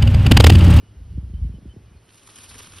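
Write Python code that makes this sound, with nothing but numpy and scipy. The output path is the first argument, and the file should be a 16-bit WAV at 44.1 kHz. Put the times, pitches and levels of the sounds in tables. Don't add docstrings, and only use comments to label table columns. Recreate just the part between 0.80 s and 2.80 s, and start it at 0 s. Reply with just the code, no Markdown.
import sys
import numpy as np
from scipy import signal
from scipy.fft import rfft, irfft
from scipy.io import wavfile
from scipy.ndimage import uniform_filter1d

SR = 44100
rng = np.random.default_rng(int(sys.argv[2]) if len(sys.argv) > 2 else 0)


def waveform_to_disk(signal):
    frames = np.transpose(np.atleast_2d(signal))
    scaled = np.clip(frames, -1, 1) * 32767
    samples = np.round(scaled).astype(np.int16)
    wavfile.write(sys.argv[1], SR, samples)


def voltage_ratio(decibels):
    exponent = np.asarray(decibels, float) / 20
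    return 10 ** exponent


N = 88200

# frequency [Hz], level [dB].
AIR_COLOUR = [(50, -6.5), (100, 7), (300, 13), (700, 4), (2050, -2.5), (3150, -2.8), (3600, -6),
              (11000, -11.5)]
AIR_DB, AIR_PATCH_DB = -58.5, 0.98

# time [s], level [dB].
DRONE_LEVEL = [(0, 11.5), (.2, 2.5), (1.06, 5.5), (1.25, -5), (1.6, -0.8), (1.9, 2.5), (2, 4.5)]
DRONE_HZ, DRONE_DB, THROB_PER_S, THROB_DB = 102, -57.5, 6.6, 5

# start [s], length [s], level [dB], start pitch [Hz], end pitch [Hz].
PEEPS = [(0.53, 0.029, -70.5, 3100, 2980), (0.56, 0.036, -72, 3040, 3170),
         (0.736, 0.043, -70.5, 3020, 3020), (0.89, 0.042, -63.5, 3010, 3070),
         (1.01, 0.14, -76.5, 2900, 2930), (.01, 0.09, -77, 2950, 2950), (.11, 0.11, -82, 2950, 2800),
         (.1, .11, -82.5, 3290, 3000), (.27, 0.13, -78.5, 2880, 2830), (1.063, 0.135, -79, 2360, 2496),
         (1.16, 0.039, -73, 4300, 4260), (.64, .045, -79, 2850, 3300), (0.73, .06, -83, 3030, 3030),
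         (1.265, 0.046, -72.5, 2940, 3200)]
PEEP_FUZZ = 0.75

# time [s], level [dB].
GUST_LEVEL = [(0, -55), (.08, -53.5), (.22, -44.5), (.34, -36.5), (.54, -44.5), (.62, -32.5), (.85, -46),
              (1.04, -54.5), (1.18, -56), (1.27, -63), (1.6, -66), (1.74, -54.5), (1.88, -52), (2, -56)]
# frequency [Hz], level [dB].
RUMBLE_COLOUR = [(20, -47), (40, -2.5), (60, -3), (110, -0.5), (200, -16.5), (400, -32.5), (700, -59)]
RUMBLE_DB, LUMP_DB = -1.5, 2

# start [s], puff peak [dB], thud peak [dB].
PUFFS = [(.026, -45.5, -59), (.123, -50.5, -51.5), (0.272, -45, -40.5), (.642, -37, -53),
         (.998, -46.5, -63), (.002, -52.5, -54.5), (0.078, -56, -47), (.245, -51, -34.5),
         (.35, -40.5, -28.5), (0.463, -49, -31.5), (0.661, -43, -32), (0.753, -46, -36.5),
         (1.014, -55, -46), (1.812, -62.5, -57), (1.87, -50, -59.5), (1.959, -55, -55.5),
         (0.165, -59, -33.5), (0.202, -39.5, -31), (0.296, -47, -35.5), (0.336, -34, -27.5),
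         (0.375, -22.5, -22.5), (0.427, -31, -25.5), (0.496, -34, -31), (0.534, -28.5, -21),
         (0.575, -47, -27), (0.613, -34.5, -14.5), (0.645, -29.5, -21.5), (0.693, -26.5, -27.5),
         (0.737, -30.5, -35.5), (0.781, -38.5, -53), (0.821, -40, -55.5), (0.853, -31.5, -38),
         (0.872, -40.5, -32.5), (0.935, -42.5, -51.5), (0.961, -33, -49), (1.028, -53, -48),
         (1.049, -50.5, -54), (1.073, -46.5, -50), (1.109, -42, -44.5), (1.146, -42, -40),
         (1.698, -62, -49), (1.734, -50.5, -50), (1.759, -45.5, -50)]
PUFF_END_HZ, PUFF_TOP_HZ, PUFF_FALL_S = 83, 335, 0.006
PUFF_OVER = 0.32
PUFF_RISE_S, PUFF_DIE_S, PUFF_DB, PUFF_WOBBLE_DB = 0.0067, 0.011, -1.6, 1.5
THUD_HZ, THUD_FALL_HZ, THUD_PEAK_S, THUD_DB = 52.9, 38.7, 0.016, 0.5

# start [s], level [dB], pitch [Hz], time to fall 60 dB [s].
CLAW_KNOCK = (1.4892, -42, 1200, .008)

# start [s], level [dB], pitch [Hz].
QUILL_SNAPS = [(1.558, -37, 10750), (1.559, -43.5, 3116), (1.5585, -46.5, 5700), (1.698, -45.5, 3910),
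               (1.832, -45, 3600), (1.5863, -51, 5200), (1.584, -47, 2937), (1.5847, -48, 1600),
               (1.607, -47, 3750), (1.661, -45, 2710), (1.7437, -46.5, 1537), (1.745, -47.5, 8300),
               (1.785, -40.5, 5580), (1.795, -46, 9560), (1.799, -43.5, 2456), (1.984, -40, 3050),
               (1.984, -47.5, 1626), (1.472, -50.5, 1128)]
SNAP_CYCLES = 7.9

# time [s], level [dB].
EFFORT = [
    (1.15,-77),
    (1.31,-63),
    (1.44,-59),
    (1.54,-55),
    (1.6,-52),
    (1.675,-55.5),
    (1.72,-51),
    (1.85,-52),
    (1.91,-54),
    (2,-53.5),
]
# start [s], peak [dB], length [s], brightness [dB].
STROKES = [(1.292, -48, 0.0036, -8.5), (1.306, -49.5, 0.004, -11), (1.326, -44.5, 0.003, 0.8),
           (1.333, -49.1, 0.0078, 6), (1.3455, -42.5, 0.0034, 4), (1.3553, -42, 0.0051, 0),
           (1.3754, -43.5, 0.0083, 3.5), (1.382, -46.8, 0.0064, 4), (1.3975, -43.5, 0.0022, -5),
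           (1.401, -52.5, 0.0063, -1.0), (1.423, -52, 0.0036, 1.2), (1.434, -54, 0.0026, 16.5),
           (1.465, -44.5, 0.0052, 5), (1.474, -38.3, 0.0054, 6), (1.493, -39, 0.003, -7),
           (1.4982, -38.5, 0.0061, 1.2), (1.507, -39.5, 0.0024, 3.1), (1.515, -44.8, 0.004, 6),
           (1.5181, -47, 0.0043, 3), (1.559, -36, 0.0027, 2), (1.5672, -34.5, 0.0038, -1),
           (1.577, -38.5, 0.0044, 5), (1.5862, -35, 0.0052, 6.5), (1.6092, -38, 0.002, 6),
           (1.6144, -38.5, 0.0094, 3), (1.6328, -34.5, 0.015, 4.5), (1.655, -40, 0.007, -2),
           (1.6714, -52, 0.0043, 0.6), (1.6866, -34.6, 0.017, 3), (1.71, -38, 0.0102, -4.5),
           (1.7424, -33.5, 0.0059, 0.2), (1.753, -34.5, 0.0071, -2), (1.7843, -31, 0.0017, 6),
           (1.7888, -29, 0.006, 1.5), (1.7956, -32, 0.0053, 1.0), (1.8037, -33, 0.0058, -6),
           (1.816, -41.5, 0.0036, -0.6), (1.8214, -36, 0.0033, -2), (1.828, -33.6, 0.0074, 2.5),
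           (1.843, -36.5, 0.0068, -4), (1.859, -39.5, 0.0045, 3), (1.8638, -38, 0.0045, -1.5),
           (1.8731, -32.5, 0.003, -4), (1.9217, -36, 0.0056, -1.5), (1.934, -42.5, 0.0058, -2),
           (1.937, -35.5, 0.0036, -5), (1.947, -39, 0.003, -2.1), (1.958, -36.5, 0.017, -1.3),
           (1.976, -40, 0.0043, -4), (1.984, -33.5, 0.0056, 1)]
STROKE_DB, STROKE_RISE = -13.5, 0.82
# frequency [Hz], level [dB].
QUILL_COLOUR = [(200, 1), (700, -8.5), (1150, -1), (1900, -6), (2700, -1.5), (5000, -4.5), (10500, -4),
                (11900, -7.5)]
CLICKS_PER_S, CLICK_SPREAD_DB = 5000, 3.2
SWISH = 0.5
STEADY, STEADY_S = 0.75, 0.0025

# frequency [Hz], likeness [0-1], left-right difference [dB].
PORT_PAIR = [(60, .997, 0), (130, .988, 0), (260, .985, -.3), (700, .6, -3.5), (1100, .8, -3.6),
             (2500, .9, -.2), (3300, .97, 0), (4400, .925, 0), (6500, .985, 0), (8200, .995, 0),
             (9500, .96, 0)]
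# frequency [Hz], phase [radians].
PORT_LAG = [(5500, .05), (6120, 1.7), (6500, 2.7), (6900, 3.14), (8150, 3.16), (8530, 4.1), (9130, 5.4),
            (9750, 6.2), (11000, 6.35), (12000, 6.75)]
EDGE_HZ = 11620
WEAK_DB, WEAK_FROM_HZ, WEAK_WAVER_DB, TOP_DB = -10, 1900, 3, -13
HOLE_DB, HOLE_FROM_HZ, LOST_DB = -10, 300, -6.3


def evened(x):
    return x / np.sqrt(np.mean(x ** 2) + 1e-20)


def wander(count, width, passes=2):
    drift = rng.standard_normal(count)
    for _ in range(passes):
        drift = uniform_filter1d(drift, width)
    return evened(drift)


def over_time(points):
    s, value = np.transpose(points)
    return np.interp(np.arange(N) / SR, s, value)


def over_hz(points, hz, axis=1):
    table = np.transpose(points)
    return np.interp(np.log(hz + 1), np.log(table[0] + 1), table[axis])


def coloured(x, points):
    gain = voltage_ratio(over_hz(points, np.fft.rfftfreq(N, 1 / SR)))
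    return evened(irfft(rfft(x) * gain, N))


def patchy(x, patch_db, size):
    hz, t, z = signal.stft(x, SR, nperseg=size)
    patches = rng.standard_normal(z.shape[:0:-1]).T
    patches = uniform_filter1d(patches, size=6, axis=0)
    patches = evened(uniform_filter1d(patches, size=8, axis=1))
    return evened(signal.istft(z * voltage_ratio(patch_db * patches), SR, nperseg=size)[1][:, :N])


def add(mix, s, sound):
    part = mix[..., round(s * SR):][..., :len(sound)]
    part += sound[:part.shape[-1]]


def tone(hz, phase=0):
    return np.sin(2 * np.pi * np.cumsum(hz) / SR + phase)


def air():
    noise = patchy(rng.standard_normal((2, N)), AIR_PATCH_DB, size=512)
    return voltage_ratio(AIR_DB) * coloured(noise, AIR_COLOUR)


def far_machine():
    t = np.arange(N) / SR
    drift = wander(N, 2500)
    throb_db = THROB_DB * np.sin(2 * np.pi * THROB_PER_S * (t - 0.1) + 0.25 * drift)
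    return voltage_ratio(DRONE_DB + over_time(DRONE_LEVEL) + throb_db) * tone(DRONE_HZ + 5 * drift)


def birds():
    out = np.zeros((2, N))
    for s, length, db, from_hz, to_hz in PEEPS:
        t = np.arange(0, length, 1 / SR)
        waver_hz = (12 + 120 * length) * wander(SR // 2, 400, passes=1)[:len(t)]
        hz_glide = from_hz + (to_hz - from_hz) * t / length
        depth = PEEP_FUZZ * np.minimum(length / 0.073, 1)
        fuzz = 1 + depth * wander(SR // 2, 250, passes=1)[:len(t)]
        swell = np.sqrt(abs(np.sin(np.pi * t / length)))
        add(out, s, voltage_ratio(db + 7.5) * fuzz * swell * tone(hz_glide + waver_hz))
    return out


def wind_rumble():
    lumps_db = LUMP_DB * wander(N, 900)
    noise = coloured(rng.standard_normal((2, N)), RUMBLE_COLOUR)
    return noise * voltage_ratio(over_time(GUST_LEVEL) + RUMBLE_DB + lumps_db)


def wind_puffs():
    out, t = np.zeros((2, N)), np.arange(6000) / SR
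    flutter = wander(N + SR, 90)
    puff_shape = (1 - np.exp(-t / PUFF_RISE_S)) ** 2 * np.exp(-t / PUFF_DIE_S)
    puff_shape = puff_shape / puff_shape.max()
    u = t / THUD_PEAK_S
    thud_shape = (u * np.exp(1 - u)) ** 2
    thud_hz = THUD_HZ + THUD_FALL_HZ * np.exp(-u)
    phases = np.pi * rng.uniform(-0.96, 1, (len(PUFFS), 2))
    for (s, puff_db, thud_db), (thud_phase, puff_phase) in zip(PUFFS, phases):
        start = round(s * SR)
        higher = voltage_ratio(PUFF_OVER * np.clip(puff_db - thud_db, -18, 12))
        puff_hz = PUFF_END_HZ + PUFF_TOP_HZ * higher * np.exp(-t / PUFF_FALL_S)
        puff_hz = puff_hz * voltage_ratio(PUFF_WOBBLE_DB * flutter[start + SR // 2:][:len(t)])
        level = voltage_ratio(puff_db + PUFF_DB + 1.23 * flutter[start:][:len(t)])
        add(out, s, level * puff_shape * tone(puff_hz, puff_phase))
        add(out, s, voltage_ratio(thud_db + THUD_DB) * thud_shape * tone(thud_hz, thud_phase))
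    return out


def claw():
    s, db, hz, t60 = CLAW_KNOCK
    out, t = np.zeros((2, N)), np.arange(3000) / SR
    shape = voltage_ratio(db - 60 * t / t60) * np.minimum(t / 0.00079, 1)
    ring = np.sin(2 * np.pi * hz * t) + 1.7 * np.sin(2 * np.pi * 0.82 * hz * t)
    add(out, s, shape * ring)
    return out


def quill_snaps():
    out, t = np.zeros((2, N)), np.arange(500) / SR
    jitters = rng.standard_normal((len(QUILL_SNAPS), 500))
    for (s, db, hz), jitter in zip(QUILL_SNAPS, jitters):
        u = t * np.sqrt(hz * 5000) / SNAP_CYCLES
        ring = np.sin(2 * np.pi * hz * t + 0.25 * np.cumsum(jitter))
        add(out, s, voltage_ratio(db) * u * np.exp(1 - u) * ring)
    return out


def shake_power():
    t = np.arange(N) / SR
    fade_in = np.clip((t - EFFORT[0][0]) / 0.17, 0, 1)
    power = voltage_ratio(over_time(EFFORT)) ** 2 * fade_in * np.ones((2, 1))
    for s, db, length, bright_db in STROKES:
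        u = np.clip((t - s + 0.0029) / length / STROKE_RISE, -40, 40)
        tilt_db = np.array([[-bright_db], [bright_db]])
        power = power + voltage_ratio(db + STROKE_DB + tilt_db) ** 2 * np.exp(-2.1 * (u - 1) ** 2)
    return power


def train():
    power = shake_power()
    draw = rng.random((2, N))
    size = np.minimum(rng.exponential(1, (2, N)), 4)
    sign_noise, swish = rng.standard_normal((2, 2, N))
    clicks = (draw < CLICKS_PER_S / SR) * voltage_ratio(CLICK_SPREAD_DB * size) * np.sign(sign_noise)
    blend = (1 - SWISH) * evened(clicks) + SWISH * swish
    rustle = patchy(coloured(blend, QUILL_COLOUR), patch_db=1.3, size=128)
    short_power = uniform_filter1d(rustle[0] ** 2, size=round(STEADY_S * SR))
    rustle = evened(rustle / short_power ** (STEADY / 2))
    low = signal.sosfiltfilt(signal.butter(1, 4500, fs=SR, output='sos'), rustle)
    high = rustle - low
    return voltage_ratio(5) * (low * np.sqrt(power[0]) + high * np.sqrt(power[1]))


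def scene():
    background = air() + far_machine() + birds() + wind_rumble() + wind_puffs()
    return background + claw() + quill_snaps() + train()


def low_pass(x):
    return signal.sosfilt(signal.butter(12, 12150, fs=SR, output="sos"), x)


def record(dry):
    hz = np.fft.rfftfreq(N, 1 / SR)
    shared, apart = rfft(dry) / np.sqrt(1 + (hz / EDGE_HZ) ** 90)
    same = np.clip(over_hz(PORT_PAIR, hz), 0, 1)
    tilt = voltage_ratio(over_hz(PORT_PAIR, hz, axis=2) / 2)
    lag = np.exp(-1j * np.interp(hz, *np.transpose(PORT_LAG)))
    left = shared * tilt
    right = (same * shared + np.sqrt(1 - same ** 2) * 1j * apart) * lag / tilt
    sum_and_difference = irfft(np.array([left + right, left - right]) / 2, N)

    hz, t, z = signal.stft(sum_and_difference, SR, nperseg=2048)
    bins = abs(z) ** 2
    band = np.add.reduceat(bins, np.arange(0, 1025, 8), axis=1)
    band = np.repeat(band, 8, axis=1)[:, :1025]
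    waver = evened(uniform_filter1d(rng.standard_normal((2, 129, len(t))), 2))
    waver_db = WEAK_WAVER_DB * np.repeat(waver, 8, axis=1)[:, :1025]
    bass = (hz < WEAK_FROM_HZ)[:, None]
    keep = (band > voltage_ratio(WEAK_DB + waver_db) ** 2 * band[::-1]) | bass
    treble = band[:1, 470:500].mean(1, keepdims=True)
    keep &= band > voltage_ratio(TOP_DB + waver_db) ** 2 * treble
    keep &= (bins > voltage_ratio(HOLE_DB) ** 2 * band / 8) | (hz < HOLE_FROM_HZ)[:, None]
    keep &= (waver_db > LOST_DB) | bass
    mid, side = signal.istft(z * keep, SR, nperseg=2048)[1][:, :N]
    return low_pass(np.array([mid + side, mid - side]))


dry = scene()
out = record(dry)
waveform_to_disk(out)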